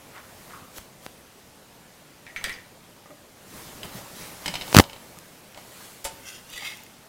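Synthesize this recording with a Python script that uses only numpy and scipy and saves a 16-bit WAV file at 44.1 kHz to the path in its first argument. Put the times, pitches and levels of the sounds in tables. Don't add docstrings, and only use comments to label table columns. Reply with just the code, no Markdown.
import sys
import numpy as np
from scipy import signal
from scipy.io import wavfile
from scipy.ndimage import uniform_filter1d

SR = 44100
rng = np.random.default_rng(int(sys.argv[2]) if len(sys.argv) > 2 else 0)


def undo_db(level):
    steps = np.asarray(level, float) / 20
    return 10 ** steps


def materialize(psi):
    bounded = np.clip(np.atleast_2d(psi).T, -1, 1)
    quanta = np.round(bounded * 32767).astype(np.int16)
    wavfile.write(sys.argv[1], SR, quanta)


N = 312228

# start_s, peak_db, brightness_db_per_octave, favoured_hz
HANDLE_TAPS = [(4.4593, -16.5, -0.5, 3040), (4.4635, -20, 1, 4000), (4.4793, -16, 0.5, 3060),
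               (4.4815, -19.5, -2.5, 5070), (4.5395, -19.5, -4, 3900), (4.542, -22.5, 0, 950),
               (4.5543, -16, -1.5, 3060), (4.557, -21, 1, 5070), (4.6114, -20.5, -2.5, 3930),
               (4.6198, -21, -3, 3190), (4.679, -25.5, -7, 3870), (4.7437, -12, 14, 3600),
               (4.7457, -13, -12, 3100), (4.8392, -23.5, -5.5, 3850), (4.8973, -28.5, -5, 3220),
               (4.9312, -29.5, -2, 2900), (4.9632, -33, -9, 3940), (5.5463, -34, -3, 3040),
               (5.5747, -30, -7, 2900), (5.808, -45, -14, 1200)]
# start_s, peak_db, brightness_db_per_octave, favoured_hz
RIM_KNOCKS = [
    (6.043, -26.5, 2, 3050),
    (6.049, -20.5, -0.5, 550),
    (6.054, -23, -1, 3050),
    (6.062, -30, -2.5, 900),
    (6.07, -32, -3, 4650),
    (6.085, -41, 1, 900),
]
# start_s, peak_db, brightness_db_per_octave, favoured_hz
BOARD_NUDGES = [(3.058, -38, 4, 1210), (3.098, -42, -3, 290), (3.105, -39, 1, 590), (3.125, -51, -2, 290),
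                (3.845, -37, -13, 590), (3.948, -30, -4.5, 180), (3.985, -37, 1, 180),
                (4.462, -30, -13, 583), (4.541, -44, 7, 900), (4.556, -47, -11, 580), (4.49, -30, -8, 180),
                (4.565, -31, 4, 180), (6.925, -47, -4, 846), (5.17, -35, -1.5, 176), (5.56, -43, 2, 590),
                (5.585, -41, 3, 800), (5.72, -46, 6, 1900), (5.806, -43, 5, 1210), (6.622, -34.5, -1, 800)]
# start_s, peak_db, brightness_db_per_octave, favoured_hz
BLADE_LANDINGS = [
    (3.8317, -22, 0, 3190),
    (3.958, -41, 0, 3870),
]
# start_s, peak_db, brightness_db_per_octave, favoured_hz
EDGE_SNAGS = [(5.524, -44, 3, 6780), (5.598, -44, 4, 8350), (6.278, -45, 2, 2600), (6.2795, -44, 0, 5600),
              (6.5012, -37.5, 7, 3300), (6.5304, -36, 3, 3550), (6.5581, -37, 4, 4700),
              (6.577, -29, -6, 1900), (6.625, -31, -8, 1850), (6.655, -27, -5, 4700),
              (6.7715, -39, 5, 6780), (6.803, -41, 6, 4700), (6.8355, -39.5, 8, 6780),
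              (6.8633, -40, 0, 3300)]
# start_s, peak_db, brightness_db_per_octave, favoured_hz
GRIDDLE_HUMS = [
    (4.462, -46.5, 0, 560),
    (4.556, -52, 0, 560),
    (4.68, -41.5, 0, 560),
    (4.84, -42, 0, 560),
    (4.93, -46, 0, 560),
    (6.71, -46, 0, 870),
    (6.8, -47.5, 0, 870),
]
# start_s, peak_db, brightness_db_per_octave, favoured_hz
SPOON_CLINKS = [(2.2657, -30.5, -6, 1940), (2.2768, -34, -14, 2230), (2.2987, -35.5, -12, 1820),
                (2.362, -19.5, -3, 2270), (2.3665, -25, -8, 2300), (2.3744, -25, -12, 2260),
                (2.379, -27, -14, 2230), (2.384, -35, -20, 1420), (2.411, -33, -9, 2250),
                (2.4409, -12.5, 9, 1950), (2.4415, -19, -2, 2200), (2.448, -20.5, -11, 1900),
                (2.4555, -34, -6, 1820), (2.4624, -36, 11, 2200), (2.4823, -27, -12, 2320),
                (2.488, -28, -10, 2200), (2.4944, -21, 5, 1900), (2.499, -21, -8, 1460),
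                (2.5064, -28, -10, 2010), (2.517, -29, -10, 1820), (2.5254, -31, 5, 2180),
                (2.533, -36, -12, 2070), (2.5397, -30, 3, 2400), (2.56, -36, -3, 2050),
                (2.586, -35.5, -14, 1840)]
# start_s, peak_db, brightness_db_per_octave, favoured_hz
SPOON_PINGS = [
    (2.364, -56, 0, 4760),
    (2.371, -44, 0, 6240),
    (2.442, -37, 0, 4760),
    (2.443, -43, 0, 6240),
    (2.459, -34, 0, 4760),
    (2.5254, -36, 0, 5500),
    (2.535, -45, 0, 4760),
]

# mode_hz, width_hz, level_db
HANDLE_MODES = [(950, 170, -0.5), (1490, 62, -9), (2250, 80, 1), (2630, 210, -5), (3060, 190, 5),
                (3740, 85, 1), (4000, 110, 2), (4320, 110, -1), (5070, 140, 5), (5970, 130, -1),
                (6700, 220, -1), (7840, 190, 0.5), (9400, 200, -3), (11300, 350, -9)]
# mode_hz, width_hz, level_db
RIM_MODES = [(554, 17, 1), (893, 20, 3.5), (1480, 40, -5), (2215, 20, -3), (2570, 45, -8), (3050, 77, -4.5),
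             (3660, 80, -4), (4250, 41, -10), (4650, 40, 1), (5330, 110, 0.5), (6100, 90, -2),
             (7340, 210, 3.5), (8470, 88, 4), (9740, 250, 3.5)]
# mode_hz, width_hz, level_db
BOARD_MODES = [(180, 38, -2.5), (290, 9.4, 0), (590, 13, 1), (800, 46, -2), (1210, 44, -1), (1930, 27, -8)]
# mode_hz, width_hz, level_db
GRIDDLE_MODES = [(560, 9, -2), (870, 31, -4)]
# mode_hz, width_hz, level_db
DISH_MODES = [(1390, 30, -16), (1500, 30, -17), (1836, 25, -7), (1940, 34, 6.5), (2010, 50, -2),
              (2200, 36, 2.5), (2286, 65, 7.5), (2440, 60, -10), (2820, 82, -9), (3120, 77, -2),
              (3360, 170, 3.5), (3900, 140, -4), (5100, 1500, -4), (7740, 920, -7)]
# mode_hz, width_hz, level_db
SPOON_MODES = [(4760, 13, -4), (5450, 150, -12), (6240, 13, -5)]
# mode_hz, width_hz, level_db
FLAT_BLADE_MODES = [(2080, 9.8, -5), (3190, 71, 3), (3395, 55, -15), (3870, 160, 0), (4870, 60, -3),
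                    (5240, 240, -7), (6460, 110, -1.5), (7900, 150, -7)]
# mode_hz, width_hz, level_db
FREE_BLADE_MODES = [(1950, 20, -8), (4400, 40, 1), (7100, 44, -11), (7300, 35, -2), (8000, 50, -8),
                    (8300, 45, -6), (9000, 37, 0), (11000, 90, -8), (12400, 70, -4), (13500, 120, -18)]
# mode_hz, width_hz, level_db
TIP_BLADE_MODES = [(1540, 41, -5), (2070, 64, -5), (2710, 52, 1.5), (2980, 120, -11), (3230, 110, 2.5),
                   (3540, 90, -13), (4530, 150, -10), (5100, 97, -3), (5760, 290, -5), (6360, 80, -7),
                   (6840, 80, -5), (8700, 200, -11), (9700, 200, -16), (11000, 250, -19)]
# mode_hz, width_hz, level_db
HALF_BLADE_MODES = [(1310, 55, -14), (1950, 32, -1), (2600, 120, -5), (2940, 70, -2), (3250, 120, -5),
                    (3530, 54, 0), (3760, 90, -4), (4650, 130, -4), (5750, 200, -10), (6420, 160, -9),
                    (7360, 150, -10), (8880, 200, -13), (11100, 270, -22)]
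# mode_hz, width_hz, level_db
UNDER_BLADE_MODES = [(800, 130, -20), (1280, 93, -11), (1900, 27, -10), (2130, 100, 6), (2600, 100, 1),
                     (2840, 42, -4), (3220, 190, -6), (3550, 61, -5), (3900, 69, -14), (4700, 140, -4),
                     (5610, 220, -5), (6900, 150, -8), (8400, 270, -13), (10500, 340, -20)]

# time_s, level_db, low_modes_db
FREE_SLIDE = [
    (5.58, -77, -5),
    (5.68, -61, -3),
    (5.818, -60, -2),
    (5.97, -62, -2),
    (6.03, -71, -8),
]
# time_s, level_db, low_modes_db
TIP_PUSH = [
    (6.18, -72, 10),
    (6.255, -54.5, 2.5),
    (6.28, -42, -6),
    (6.305, -46.5, -6),
    (6.33, -46.5, -11),
    (6.36, -50.5, -6.5),
    (6.382, -55, -14),
    (6.4, -63, -9),
    (6.44, -67, -14),
]
# time_s, level_db, low_modes_db
SLIP_STROKE = [
    (6.46, -69, -14),
    (6.5, -50, -14),
    (6.522, -49, -19),
    (6.532, -40.5, -17),
    (6.554, -46.5, -11),
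    (6.572, -40.5, -6),
    (6.583, -40.5, 1.5),
    (6.6, -50, 2),
    (6.63, -65, 2),
]
# time_s, level_db, low_modes_db
LIFT_STROKE = [
    (6.59, -50, 4),
    (6.615, -44, 0),
    (6.627, -40.5, 5),
    (6.645, -40.5, -2),
    (6.66, -38.5, -2),
    (6.685, -41.5, 0),
    (6.726, -46.5, -1),
    (6.78, -55, -5),
    (6.9, -75, -12),
]
# peak_s, rise_s_per_10db, fall_s_per_10db, level_db, bread_hz, width_share
BRUSH_STROKES = [
    (0.165, 0.03, 0.04, -43, 1340, 0.93),
    (0.498, -0.04, 0.08, -46, 1230, .75),
    (0.535, -0.01, 0.07, -45, 1180, .25),
    (.59, -0.1, 0.2, -63, 1150, 0.26),
]
# start_s, peak_db, pitch_hz
COUNTER_BUMPS = [
    (0.773, -44.5, 45),
    (2.361, -45, 70),
    (3.83, -49, 50),
    (6.046, -38, 50),
    (6.53, -50, 45),
]

# start_s, length_ms, strength
LEAD_ARCS = [(4.74748, .1, .8), (4.74772, .33, 1.1), (4.74817, .08, 1.3), (4.7483, .23, -.6),
             (4.7487, .5, -.15), (4.76618, .06, .7), (4.76628, .22, 1.1), (4.76658, .24, 1.3),
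             (4.76694, .54, 2.4), (4.7676, .09, 4.5), (4.76776, .21, 7), (4.76802, .04, 3.4),
             (4.7681, .04, 3.8), (4.77778, .22, 1.2), (4.78592, .04, .5), (4.78599, .5, 1.2),
             (4.78671, .2, 1.6), (4.78696, .16, 1.9), (4.78718, .12, 2.5), (4.78736, .04, 2),
             (4.7875, .04, 2), (4.78762, .36, 5), (4.78829, .1, 4.9), (4.7885, .07, 2.5), (4.79712, .4, .5),
             (4.79764, .77, 2.7), (4.80054, .23, 1.4), (4.80156, .25, 1.6), (4.80194, .06, 3)]
# start_s, peak, decay_ms
LEAD_SPARKS = [
    (.7838, .08, .05),
    (.78395, -.1, .15),
    (1.06435, -.18, .17),
    (4.7286, .5, .12),
    (4.75862, 1.2, .14),
    (4.77712, 1.1, .08),
    (4.797, -2, .03),
]
# peak_s, rise_s_per_10db, fall_s_per_10db, level_db, hold_s
FRYING = [
    (.7845, .03, .001, -37, 0),
    (1.065, .045, .001, -46, 0),
    (4.7432, .054, .001, -33, 0),
    (4.7438, .0005, .025, -24, .005),
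    (4.77, .01, .004, -23.5, .033),
    (4.807, .001, .016, -32, 0),
]
# peak_s, rise_s_per_10db, fall_s_per_10db, static_db, rustle_db
MOVES = [(0.18, -0.3, -0.4, -51, -29), (0.52, 0.8, 0.3, -52.5, -49.5), (0.78, 0, 0.06, -47.5, -47.5),
         (1.07, 0, 0.18, -56, -54), (2.48, 0.11, 0.09, -79, -44), (3.569, 0.11, 0.6, -45, -44.5),
         (3.85, 0.02, 0.02, -65, -37), (3.971, 0.1, 0.11, -44.5, -40.5), (4.22, 0.16, 0.31, -42, -44.5),
         (4.47, 0.08, 0.15, -44.5, -47), (4.69, 0.22, 0.07, -46, -41.5),
         (4.811, 0.0167, 0.0166, -84, -26.5), (4.85, -0.2, 0.4, -88, -49), (5.04, 0.44, 0.9, -53, -55.5),
         (5.188, -0.8, -0.18, -27.5, -39), (5.57, -0.9, 0.23, -52, -52.5), (5.82, 0.16, 0.32, -46.5, -60),
         (6.12, 0, 0.73, -52, -55), (6.3, 0.03, 0, -49, -59), (6.53, 0.1, -0.2, -52, -72),
         (6.65, .04, 0.2, -47, -70), (6.84, -1.9, -1.7, -49.5, -67)]
# frequency_hz, density_db_per_hz
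FRYING_COLOUR = [(30, -7), (300, 3.5), (1000, -3), (3500, -4.5), (8000, -4), (16000, -6.5)]
# frequency_hz, density_db_per_hz
STATIC_COLOUR = [(30, -10), (150, -3), (600, 2.5), (2000, 4.5), (6000, 2), (12000, 0), (16000, -2)]
# frequency_hz, density_db_per_hz
RUSTLE_COLOUR = [(30, -13), (90, -5.5), (170, -3), (300, -6.5), (600, -7.5), (1200, -12), (3000, -24)]
# frequency_hz, density_db_per_hz
KITCHEN_COLOUR = [(15, -24), (91, -5), (183, -2.5), (400, -8), (520, -6), (1310, -13.5), (11600, -23),
                  (15600, -26.5)]


def turner_taps():
    out = blows(HANDLE_TAPS, HANDLE_MODES, ms=2.8, thud_db=-13.5, crack_db=-21, spread_db=0.7, thud_hz=149,
                shimmer_db=-17.5, shimmer_ms=14, fizz_db=-16, small_hz=480, favour=1.2, detune=0.003)
    out += blows(RIM_KNOCKS, RIM_MODES, ms=5.8, thud_db=-17.5, crack_db=-11.5, spread_db=2, thud_hz=34,
                 shimmer_db=-8.5, shimmer_ms=14.4, fizz_db=-17, small_hz=410, favour=0.86, detune=0.004)
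    out += blows(BOARD_NUDGES, BOARD_MODES, ms=2.3, thud_db=-41, crack_db=-30, spread_db=-3.5, thud_hz=152,
                 shimmer_db=-27, shimmer_ms=14, fizz_db=-30, small_hz=86, favour=2.5)
    out += blows(BLADE_LANDINGS, FLAT_BLADE_MODES, ms=2.1, thud_db=-18, crack_db=-22, spread_db=1.5, thud_hz=150,
                 shimmer_db=-23, shimmer_ms=13, fizz_db=-6, small_hz=900, favour=0.48)
    out += blows(EDGE_SNAGS, UNDER_BLADE_MODES, ms=1.5, thud_db=-40, crack_db=-6, spread_db=2, thud_hz=150,
                 shimmer_db=-18, shimmer_ms=6, fizz_db=-8, small_hz=1500, favour=1.5)
    return out + blows(GRIDDLE_HUMS, GRIDDLE_MODES, ms=9, thud_db=-60, crack_db=-50, spread_db=0, thud_hz=38,
                       shimmer_db=-60, shimmer_ms=9, fizz_db=-30, small_hz=300, favour=6, detune=0)


def turner_strokes():
    out = np.zeros(N)
    add(out, *stroke(FREE_SLIDE, FREE_BLADE_MODES, (5000, 10000), high_db=-5, grit_db=4, rough_db=0,
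                     drift_db=2.2, blur_db=-14, bend=0.002))
    add(out, *stroke(TIP_PUSH, TIP_BLADE_MODES, (2400, 4200), high_db=-0.2, grit_db=-14, rough_db=1.4,
                     drift_db=2, blur_db=-15, bend=0.005, glide=0.03))
    add(out, *stroke(SLIP_STROKE, HALF_BLADE_MODES, (2400, 4200), high_db=-3, grit_db=-15, rough_db=1.2,
                     drift_db=2.2, blur_db=-22, bend=0.0088, glide=0.06))
    add(out, *stroke(LIFT_STROKE, UNDER_BLADE_MODES, (2400, 4200), high_db=-5.5, grit_db=-16, rough_db=1,
                     drift_db=2.7, blur_db=-17, bend=0.013))
    return out


def spoon_in_dish():
    out = blows(SPOON_CLINKS, DISH_MODES, ms=2.5, thud_db=-23, crack_db=-23.5, spread_db=1.5, thud_hz=41.2,
                shimmer_db=-18, shimmer_ms=21, fizz_db=-40, small_hz=1380, favour=1.9, detune=0.01)
    return out + blows(SPOON_PINGS, SPOON_MODES, ms=4.3, thud_db=-60, crack_db=-50, spread_db=0, thud_hz=38,
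                       shimmer_db=-60, shimmer_ms=9, fizz_db=-30, small_hz=3000, favour=20, detune=0)


def blows(table, body, ms, thud_db, crack_db, spread_db, thud_hz, shimmer_db, shimmer_ms, fizz_db,
          small_hz, favour, detune=0.0063):
    out = np.zeros(N)
    t = np.arange(SR // 6) / SR
    rest_hz, width, db = np.transpose(body)
    for s, peak_db, bright_db, favoured_hz in table:
        place = rng.standard_normal(len(body))
        rattle, crowd = rng.standard_normal((2, len(t)))
        hz = rest_hz * (1 + detune * rng.standard_normal(len(body)))
        rattle = rattle * np.exp(-t * 2000 / max(ms, 0.3))
        rattle = rattle * np.minimum(t / 0.00017 + 0.34, 1)

        mode_db = db + spread_db * place + bright_db * np.log2(hz / 3000)
        weight = undo_db(mode_db) * np.sqrt(width)
        octaves_away = np.log2(hz / favoured_hz)
        weight = weight * (1 + favour * np.exp(-(octaves_away / 0.11) ** 2))
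        caught = abs(np.exp(2j * np.pi * np.outer(hz, t[:1500])) @ rattle[:1500]) / np.linalg.norm(rattle)
        shared_weight = weight / (caught + 0.25)
        metal = signal.fftconvolve(rattle, rings(t, hz, width, shared_weight))[:len(t)]

        shimmer = evened(signal.fftconvolve(crowd, rings(t[:400], hz, width + 600, weight))[:len(t)])
        shimmer = shimmer + undo_db(fizz_db + 0.61 * bright_db) * np.diff(crowd, prepend=0)
        shimmer = undo_db(shimmer_db) * shimmer * np.exp(-t * 1000 / shimmer_ms)
        crack = undo_db(crack_db + bright_db) * (rattle - 1.9 * np.roll(rattle, 1))
        thud = np.sin(2 * np.pi * thud_hz * t) * np.exp(-t * thud_hz / 0.31)
        ringing = low_cut(metal / abs(metal).max() + crack + shimmer, small_hz)
        add(out, s, undo_db(peak_db) * (ringing + undo_db(thud_db) * thud))
    return out


def stroke(rows, body, edges_hz, high_db, grit_db, rough_db, drift_db, blur_db, bend, glide=0):
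    start, level, low_db = curve(rows)
    n = len(level)
    happens = rng.random(n) < 9000 / SR
    slips = happens * undo_db(rough_db * np.minimum(rng.exponential(1, n), 3))
    slips = evened(slips * rng.standard_normal(n)) * undo_db(1.4 * wander(n, 5))
    groups = np.zeros((3, n))
    for hz, width, db in body:
        glides = 1 < hz / edges_hz[0] < 1.4
        glide_path = glide * glides * np.linspace(-1, 1, n)
        bent = hz * (1 + bend * wander(n, 37) + glide_path)
        blur = resonate(resonate(slips, bent, width + 500), bent, width + 500)
        mode = resonate(slips, bent, width) + undo_db(blur_db) * blur
        groups[np.digitize(hz, edges_hz)] += undo_db(db + drift_db * wander(n, 28)) * mode
    low, middle, high = (evened(g) for g in groups)
    grit = undo_db(grit_db) * evened(np.diff(slips, prepend=0))
    return start, level * (undo_db(low_db) * low + middle + undo_db(high_db) * (high + grit))


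def brush(s, rise, fall, db, hz, width):
    drag = rng.standard_normal(N)
    bread = resonate(resonate(drag, hz, width * hz), hz, 1.6 * width * hz)
    return swells(s, rise, fall, db) * evened(bread)


def bumps():
    out = np.zeros(N)
    for s, db, hz in COUNTER_BUMPS:
        turns = np.arange(0, 1.5, hz / SR)
        add(out, s, undo_db(db) * np.sin(2 * np.pi * turns) * np.hanning(len(turns)))
    return out


def arcs():
    charge = np.zeros(N)
    u = np.arange(0, 3, 1000 / SR)
    for s, peak, ms in LEAD_SPARKS:
        add(charge, s, peak * np.exp(-u / ms))
    for s, ms, strength in LEAD_ARCS:
        add(charge, s, np.full(round(ms * SR / 1000), strength))
    kept = 0.41
    charge = signal.lfilter([1 - kept], [1, -kept], charge)
    leak_hz, coupling_hz, damping = 45.3, 91, 0.58
    charge = signal.lfilter(*signal.bilinear([1, 0], [1, 2 * np.pi * leak_hz], SR), charge)
    w = 2 * np.pi * coupling_hz
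    return signal.lfilter(*signal.bilinear([1, 0, 0], [1, 2 * damping * w, w ** 2], SR), charge)


def frying():
    return swells(*np.transpose(FRYING)) * noise(FRYING_COLOUR, patchy_db=1.5)


def static():
    s, rise, fall, static_db, _ = np.transpose(MOVES)
    level = np.hypot(swells(s, rise, fall, static_db), undo_db(-63.5))
    return level * noise(STATIC_COLOUR, patchy_db=2)


def rustle():
    s, rise, fall, _, rustle_db = np.transpose(MOVES)
    return swells(s, rise, fall, rustle_db) * noise(RUSTLE_COLOUR, patchy_db=2)


def kitchen_hum():
    return undo_db(-51.5) * noise(KITCHEN_COLOUR, patchy_db=1.4)


def room(x):
    t60_s, level_db = 0.51, -9
    at = np.arange(200, SR // 2 - 20, 20)
    taps = np.zeros(SR // 2)
    taps[at + rng.integers(0, 20, len(at))] = rng.choice([-1., 1.], len(at))
    hz, t, z = signal.stft(taps, SR, nperseg=256)
    t60 = t60_s / (1 + hz / 9000)
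    tail = signal.istft(z * undo_db(-60 * t / t60[:, None]), SR, nperseg=256)[1]
    return undo_db(level_db) * signal.fftconvolve(x, tail / np.linalg.norm(tail))[:N]


def rings(t, hz, width, weight):
    decay = np.exp(-np.pi * np.outer(width, t))
    return weight @ (decay * np.sin(2 * np.pi * np.outer(hz, t)))


def resonate(x, hz, width):
    turn = np.exp(2j * np.pi * np.cumsum(hz * np.ones(len(x))) / SR)
    r = np.exp(-np.pi * max(width, 2) / SR)
    return 2 * (turn * signal.lfilter([1 - r], [1, -r], x / turn)).real


def low_cut(x, hz):
    return signal.sosfilt(signal.butter(3, hz, "high", fs=SR, output="sos"), x)


def noise(colour, patchy_db):
    hz = np.fft.rfftfreq(1024, 1 / SR)
    a, b, patches = rng.standard_normal((N // 256 + 5, 513, 3)).T
    patches = uniform_filter1d(patches, size=10, axis=0)
    patches = evened(uniform_filter1d(patches, size=8, axis=1))
    f, db = np.transpose(colour)
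    colour_db = np.interp(np.log(hz + 1), np.log(f + 1), db)[:, None]
    spectra = (a + 1j * b) * undo_db(colour_db + patchy_db * patches)
    return evened(signal.istft(spectra, nperseg=1024, noverlap=768)[1][:N])


def swells(peaks_s, rises_s, falls_s, levels_db, holds_s=0):
    late = np.arange(N)[:, None] / SR - peaks_s
    before = -late / np.maximum(rises_s, 1e-4)
    after = (late - holds_s) / np.maximum(falls_s, 1e-4)
    below = np.maximum(np.maximum(before, after), 0)
    return np.sqrt((undo_db(levels_db - 10 * below) ** 2).sum(axis=1))


def curve(rows):
    s, db, *others = np.transpose(rows)
    t = np.arange(s[0], s[-1], 1 / SR)
    level = undo_db(np.interp(t, s, db)) * signal.windows.tukey(len(t), 0.003 / (s[-1] - s[0]))
    return s[0], level, *(np.interp(t, s, c) for c in others)


def wander(n, ms):
    size = int(ms * SR / 1000)
    return evened(uniform_filter1d(uniform_filter1d(rng.standard_normal(n), size), size))


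def evened(x):
    return x / np.sqrt(np.mean(x ** 2) + 1e-20)


def add(mix, s, sound):
    part = mix[round(s * SR):][:len(sound)]
    part += sound[:len(part)]


def scene():
    near = turner_taps() + turner_strokes() + spoon_in_dish() + bumps()
    near += sum(brush(*row) for row in BRUSH_STROKES)
    return (near + room(near) + rustle() + kitchen_hum())[None]


def roll_off(x):
    return signal.sosfilt(signal.butter(12, 15700, fs=SR, output="sos"), x)


def record(dry):
    clipped = np.clip(dry + static() + frying() + arcs(), -0.99, 0.99)
    low_pass = signal.firwin(127, 16300, fs=SR)[None]
    mix = signal.oaconvolve(clipped, low_pass, "same")
    return roll_off(mix)


dry = scene()
out = record(dry)
materialize(out)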